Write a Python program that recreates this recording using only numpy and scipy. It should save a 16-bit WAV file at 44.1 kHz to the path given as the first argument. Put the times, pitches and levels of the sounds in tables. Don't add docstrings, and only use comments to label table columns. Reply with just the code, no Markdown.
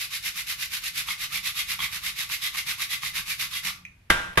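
import sys
import numpy as np
from scipy import signal
from scipy.fft import rfft, irfft, next_fast_len
from scipy.io import wavfile
from scipy.ndimage import uniform_filter1d, map_coordinates

SR = 44100
rng = np.random.default_rng(int(sys.argv[2]) if len(sys.argv) > 2 else 0)


def inscribe(sig):
    pcm = np.round(np.clip(np.atleast_2d(sig).T, -1, 1) * 32767)
    wavfile.write(sys.argv[1], SR, pcm.astype(np.int16))


N = 194062

# (frequency [Hz], density [dB per Hz])
RUMBLE_SPECTRUM = [(20, -10), (45, 5), (140, 1.5), (220, -9.5), (420, -20.5), (1200, -21.5), (2400, -16.5),
                   (3300, -24.5), (8000, -33), (11500, -32), (15500, -42)]
# (frequency [Hz], t60 [s])
ROOM_DECAY = [(100, 0.75), (700, 0.51), (1800, 0.29), (4800, 0.31), (12800, 0.25)]
# (frequency [Hz], left minus right [dB])
STEREO_TILT = [(200, 2), (380, -0.5), (700, 0), (1290, -2.5), (2380, 0.5), (4400, 0), (8120, 6.5),
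               (11000, -1.5), (14000, -7.5)]
# (frequency [Hz], correlation [0 to 1])
STEREO_LIKENESS = [(60, 1), (160, 1), (300, 0.54), (640, 0.022), (1400, 0.091), (3100, 0.15), (7000, 0.05),
                   (15000, 0.11)]

# (time [s], level [dB], weight of the blow [dB])
KNOCKS = [(4.098, -33, -12), (4.102, -0.5, 0), (4.331, -35, -12), (4.356, -31, -25), (4.3741, -3.5, 2),
          (4.3815, -8, 4)]
# (frequency [Hz], level [dB], t60 [s])
POT_MODES = [(43.8, -9, 0.47), (70, -16, 0.31), (108.8, -9.5, 0.42), (179, -2.5, 0.16), (337, 1.5, 0.067),
             (500, 0, 0.04), (645, -3, 0.059), (846, -6, 0.12), (836, -9, 0.08), (1150, -9, 0.64),
             (1166, 9, 0.051), (1410, -10.5, 0.81), (1580, -4, 0.7), (1630, 14.5, 0.031), (1690, -14, 0.57),
             (2000, 1.5, 0.052), (1942, -14.5, 0.88), (2420, -23, 0.27), (2490, -16, 0.06),
             (2640, -20, 0.17), (2970, -23, .08), (3630, 1, 0.059)]
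# (frequency [Hz], density [dB per Hz])
LID_SPECTRUM = [(60, 1.5), (300, -7.5), (800, 1.5), (1500, 5), (2500, 0.5), (3700, -2), (4300, -11),
                (5600, -10), (7000, -15.5), (11500, -17.5), (15500, -39)]
# (frequency [Hz], density [dB per Hz])
CLACK_SPECTRUM = [(30, -1), (150, -13), (260, -18.5), (450, -7.5), (800, -2.5), (1400, -3), (2100, 0.5),
                  (3600, -9), (4200, -13.5), (5700, -15.5), (7000, -24), (11500, -15), (15500, -37)]

# (frequency [Hz], level [dB], t60 [s])
PING_MODES = [(1880, -13, 0.05), (2174, -18, 0.073), (2210, -8, 0.096), (2386, 12, 0.015),
              (2511.4, -6, 0.13), (2570, -8, 0.13), (3700, -22, 0.0905), (6230, -7, 0.019)]
# (frequency [Hz], density [dB per Hz])
SCUFF_SPECTRUM = [(500, -37), (1500, -18), (2000, -2), (2450, -3), (2900, -14), (4500, -27), (6200, -23),
                  (9000, -30), (15500, -36)]

# (middle time [s], level [dB])
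STROKES = [(.027, -28.5), (.148, -29.5), (.271, -28), (.39, -28), (.508, -27.5), (.627, -28), (.752, -27.5),
           (.863, -28.5), (.987, -26), (1.108, -29), (1.231, -28), (1.355, -27), (1.476, -26.5),
           (1.592, -26.5), (1.718, -27.5), (1.835, -27), (1.953, -29), (2.066, -27.5), (2.213, -28),
           (2.334, -28), (2.453, -26), (2.585, -28), (2.702, -26.5), (2.826, -27.5), (2.933, -27.5),
           (3.065, -28.5), (3.179, -28), (3.31, -27), (3.425, -27), (3.563, -28.5), (3.673, -25.5)]
# (share of stroke [0 to 1], rate [teeth/s])
PULL_SPEED = [(0, 1300), (.26, 2081), (.44, 2150), (.62, 1475), (1, 1100)]
# (share of stroke [0 to 1], rate [teeth/s])
PUSH_SPEED = [(0, 977), (0.318, 1270), (.47, 2104), (0.699, 2217), (0.999, 1455)]
# (steepness of rise [exponent], steepness of fall [exponent], chatter [dB], blade ring [dB])
PULL_SHAPE = (1.74, 2.2, -1.5, -1)
# (steepness of rise [exponent], steepness of fall [exponent], chatter [dB], blade ring [dB])
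PUSH_SHAPE = (1.46, 2.23, 0.76, -1.5)
# (time [s], level [dB])
BITE_DEPTH = [(0, -2), (.85, -5.5), (1.1, 2.5), (1.4, .5), (1.8, -1), (2, -1), (2.6, 0), (3.2, -1.5),
              (3.7, 0)]
# (time [s], level [dB])
SNAGS = [(1.086, -11), (1.791, -14), (1.803, -10), (2.298, -16.5), (2.547, -16.5), (3.033, -11.5)]
# (centre [Hz], width [Hz], level [dB])
BLADE_MODES = [(1160, 72, -3.5), (2017, 40, 4), (2320, 14, -8), (2493, 5.2, 7), (2770, 16.7, -7),
               (3310, 113, 9.5), (3746, 54, 6), (4340, 24.7, -38.5)]
# (frequency [Hz], density [dB per Hz])
CRUMB_SPECTRUM = [(100, -45), (300, -32.5), (600, -29), (1000, -20), (1600, -6), (2400, 0.5), (3000, -1.5),
                  (3800, -2.5), (5500, -5.5), (8300, -13), (10000, -10), (11800, -5.5), (13500, -16),
                  (15500, -24.5)]
# (frequency [Hz], density [dB per Hz])
CHATTER_SPECTRUM = [(200, -55), (650, -23), (900, -5), (1200, -1), (1550, -7.5), (2100, 3.5), (3000, -10.5),
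                    (5000, -24.5), (12000, -33)]
# (frequency [Hz], density [dB per Hz])
FRAME_SPECTRUM = [(20, -33), (45, 6.5), (90, -11), (140, 2.5), (165, 1), (185, 2.5), (225, -20.5),
                  (280, -27), (340, -12), (480, -39.5), (1500, -33)]

TOP_HZ = 15600
LIFT_S = 3.851
TOUCH_S = 4.33
STROKE_S = 0.12
SPEED_SCATTER = 0.04
BITE_SCATTER_DB = 3.45
SQUEAK_HZ, SQUEAK_DB, SQUEAK_LATE_S = 2170, -32, 0.0049


def amp(db):
    return 10 ** (np.asarray(db) / 20)


def unit(x):
    return x / np.sqrt(np.mean(x ** 2) + 1e-20)


def along(points, hz):
    f, v = np.transpose(points)
    return np.interp(np.log(hz + 1), np.log(f + 1), v)


def wobble(rate):
    knots = rng.standard_normal(int(N * rate / SR) + 4)
    return map_coordinates(knots, [np.arange(N) * rate / SR])


def filtered(x, response):
    size = x.shape[-1]
    padded = 2 * next_fast_len((size + SR // 2) // 2)
    spectrum = rfft(x, padded) * response(np.fft.rfftfreq(padded, 1 / SR))
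    return irfft(spectrum, padded)[..., :size]


def coloured(x, spectrum):
    def response(hz):
        cepstrum = irfft(np.log(amp(along(spectrum, hz))))
        cepstrum[1:len(hz) - 1] *= 2
        cepstrum[len(hz):] = 0
        return np.exp(rfft(cepstrum))
    return filtered(x, response)


def paired(pair):
    def mid_side(hz):
        turn = np.arccos(np.clip(along(STEREO_LIKENESS, hz), -1, 1)) / 2
        return np.array([np.cos(turn), np.sin(turn)])
    mid, side = filtered(pair, mid_side)
    return np.array([mid + side, mid - side])


def ring(modes, t, scatter_db):
    total = 0
    for hz, db, t60 in modes:
        decay = amp(db + scatter_db * rng.normal() - 60 * t / t60)
        total = total + decay * rng.choice([-1, 1]) * np.exp(2j * np.pi * hz * t)
    return total


def add(track, s, sound):
    part = track[..., round(s * SR):][..., :sound.shape[-1]]
    part += sound[..., :part.shape[-1]]


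def rumble():
    return amp(-57) * unit(coloured(paired(rng.standard_normal((2, N))), RUMBLE_SPECTRUM))


def kitchen(x):
    noise = rng.standard_normal((2, SR // 2 + 4096))
    hz, t, z = signal.stft(noise, SR, nperseg=256)
    decay = amp(-60 * t / along(ROOM_DECAY, hz)[:, None])
    tail = signal.istft(z * decay, SR, nperseg=256)[1]
    tail = paired(tail / np.linalg.norm(tail[0]))
    delayed = np.pad(tail, ((0, 0), (round(.006 * SR), 0)))
    return signal.fftconvolve(x, delayed, axes=1)[:, :N]


def knocks():
    t = np.arange(SR) / SR
    clacks, pot, lid = np.zeros((3, 2, N))
    for s, db, weight_db in KNOCKS:
        fade = amp(-5.5 - 60 * t / 0.013) + amp(-0.5 - 60 * t / 0.079)
        rattle = fade * paired(rng.standard_normal((2, len(t))))
        rattle[:, 0] -= amp(1)
        add(clacks, s, amp(db) * rattle)

        modes = ring(POT_MODES, t, scatter_db=2.0) * (1 - np.exp(-t / 0.001))
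        if s < TOUCH_S:
            modes = modes * amp(-60 * np.maximum(s + t - TOUCH_S, 0) / 0.063)
        add(pot, s, amp(db + weight_db - 20.5) * paired(np.array([modes.imag, modes.real])))

        lid_fade = amp(db + weight_db - 16.0 - 60 * t / 0.56)
        add(lid, s, lid_fade * paired(rng.standard_normal((2, len(t)))))
    return coloured(clacks, CLACK_SPECTRUM) + pot + coloured(lid, LID_SPECTRUM)


def lift():
    out, t = np.zeros((2, N)), np.arange(SR // 4) / SR
    ping = ring(PING_MODES, t, scatter_db=2.0) * (1 - np.exp(-t / 0.00042))
    scuff = coloured(amp(-60 * t / 0.041) * rng.standard_normal((2, len(t))), SCUFF_SPECTRUM)
    ping_pair = np.array([ping.imag, ping.real])
    add(out, LIFT_S, paired(amp(-38.5) * ping_pair + amp(-23.5) * scuff))
    return out


def bite_db(s):
    return np.interp(s, *np.transpose(BITE_DEPTH))


def squeaks(length=0.0053, rough=0.02627, scatter_db=2):
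    t = np.arange(N) / SR
    s = np.transpose(STROKES)[0][1::2] + SQUEAK_LATE_S
    louder, higher = rng.standard_normal((len(s), 2)).T
    db = SQUEAK_DB + bite_db(s) + scatter_db * louder
    swell = sum(amp(level) * np.exp(-((t - at) / length) ** 2 / 2) for at, level in zip(s, db))
    drift = SPEED_SCATTER * np.interp(t, s, higher)
    pitch = SQUEAK_HZ * np.exp(drift + rough * wobble(300))
    return swell * amp(1.0 + 0.92 * wobble(290)) * np.sin(2 * np.pi * np.cumsum(pitch) / SR)


def hand():
    t = np.arange(N) / SR
    force, chatter_db, ring_db = np.zeros((3, N))
    tooth_hz = np.full(N, 900.)
    middles = np.transpose(STROKES)[0]
    between = (middles[:-1] + middles[1:]) / 2
    turns = np.r_[middles[0] - STROKE_S / 2, between, middles[-1] + STROKE_S / 2]
    for k, (middle, db) in enumerate(STROKES):
        shape, speed = (PUSH_SHAPE, PUSH_SPEED) if k % 2 else (PULL_SHAPE, PULL_SPEED)
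        rise, fall, chatter, sing = shape
        on = (t > turns[k]) & (t < turns[k + 1])
        swing = np.interp(t[on], [turns[k], middle, turns[k + 1]], [0, 1 / 2, 1])
        steepness = np.where(swing < 1 / 2, rise, fall)
        force[on] = amp(db) * np.abs(np.sin(np.pi * swing)) ** steepness
        tooth_hz[on] = np.interp(swing, *np.transpose(speed)) * np.exp(SPEED_SCATTER * rng.normal())
        started = t > turns[k]
        chatter_db[started] = chatter + BITE_SCATTER_DB * rng.normal()
        ring_db[started] = sing + BITE_SCATTER_DB * rng.normal()
    smooth_ring_db = uniform_filter1d(ring_db, size=SR // 50)
    return force, tooth_hz, amp(chatter_db + bite_db(t)), amp(smooth_ring_db + bite_db(t))


def teeth(tooth_hz, jitter, size_db, judder):
    passed = np.cumsum(tooth_hz * np.exp(judder * wobble(260))) / SR
    index = np.arange(int(passed[-1]))
    at = np.interp(index + jitter * rng.standard_normal(len(index)), passed, np.arange(N))
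    sizes = amp(size_db * np.minimum(rng.standard_normal(len(index)), 2))
    return np.bincount(np.round(at).astype(int), sizes, N)


def crumbs(rate, size_db):
    sizes = amp(size_db * np.minimum(rng.standard_normal(N), 2))
    return (rng.random(N) < rate / SR) * sizes * rng.choice([-1, 1], (2, N))


def snagging():
    t = np.arange(SR // 50) / SR
    snags = np.zeros((2, N))
    for s, db in SNAGS:
        add(snags, s, amp(db - 7.5 - 60 * t / 0.023) * paired(rng.standard_normal((2, len(t)))))
    return snags


def blade_response(hz):
    total = 0
    for k, (centre, width, db) in enumerate(BLADE_MODES):
        damping = 1j * hz * width
        total = total + (-1) ** k * amp(db) * damping / (centre * centre - hz * hz + damping)
    return total


def grating():
    force, tooth_hz, chatter_gain, ring_gain = hand()
    grip = force * amp(1.34 * wobble(150))
    bites = teeth(tooth_hz, jitter=.12, size_db=2.5, judder=.12)

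    after_bite = signal.lfilter([1], [1, -np.exp(-1 / (SR * 0.0002))], bites)
    fracture = unit(1.66 + unit(after_bite))
    cracks = grip * fracture * unit(paired(crumbs(rate=16000, size_db=2.0)))
    ticks = grip * (2000 / tooth_hz) ** 0.24 * unit(coloured(bites, CHATTER_SPECTRUM))
    snags = snagging()

    rasp = amp(6.5) * coloured(cracks, CRUMB_SPECTRUM)
    chatter = amp(-13) * chatter_gain * ticks + amp(5.5) * coloured(snags, CHATTER_SPECTRUM)
    blade = ring_gain * filtered(cracks + 0.32 * ticks + snags, blade_response)
    thrum = unit(coloured(rng.standard_normal(N), FRAME_SPECTRUM))
    frame = amp(-27.5) * force * chatter_gain * thrum
    jolts = amp(-2.5) * coloured(snags, FRAME_SPECTRUM)
    return rasp + chatter + blade + frame + jolts


def scene():
    rub, ping, blows = grating() + squeaks(), lift(), knocks()
    room = kitchen(amp(-6.0) * rub + amp(-4.5) * ping + amp(-14.5) * blows)
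    sound = (rub + ping) * amp([[-1.05], [1.05]]) + blows + room

    def tilt(hz):
        half_db = along(STEREO_TILT, hz) / 2
        return amp(np.array([half_db, -half_db]))
    return filtered(sound, tilt) + rumble()


def record(dry):
    held = dry / (1 + np.abs(dry) ** 6) ** (1 / 6)
    return filtered(held, lambda hz: 1 / np.sqrt(1 + (hz / TOP_HZ) ** 160))


dry = scene()
out = record(dry)
inscribe(out)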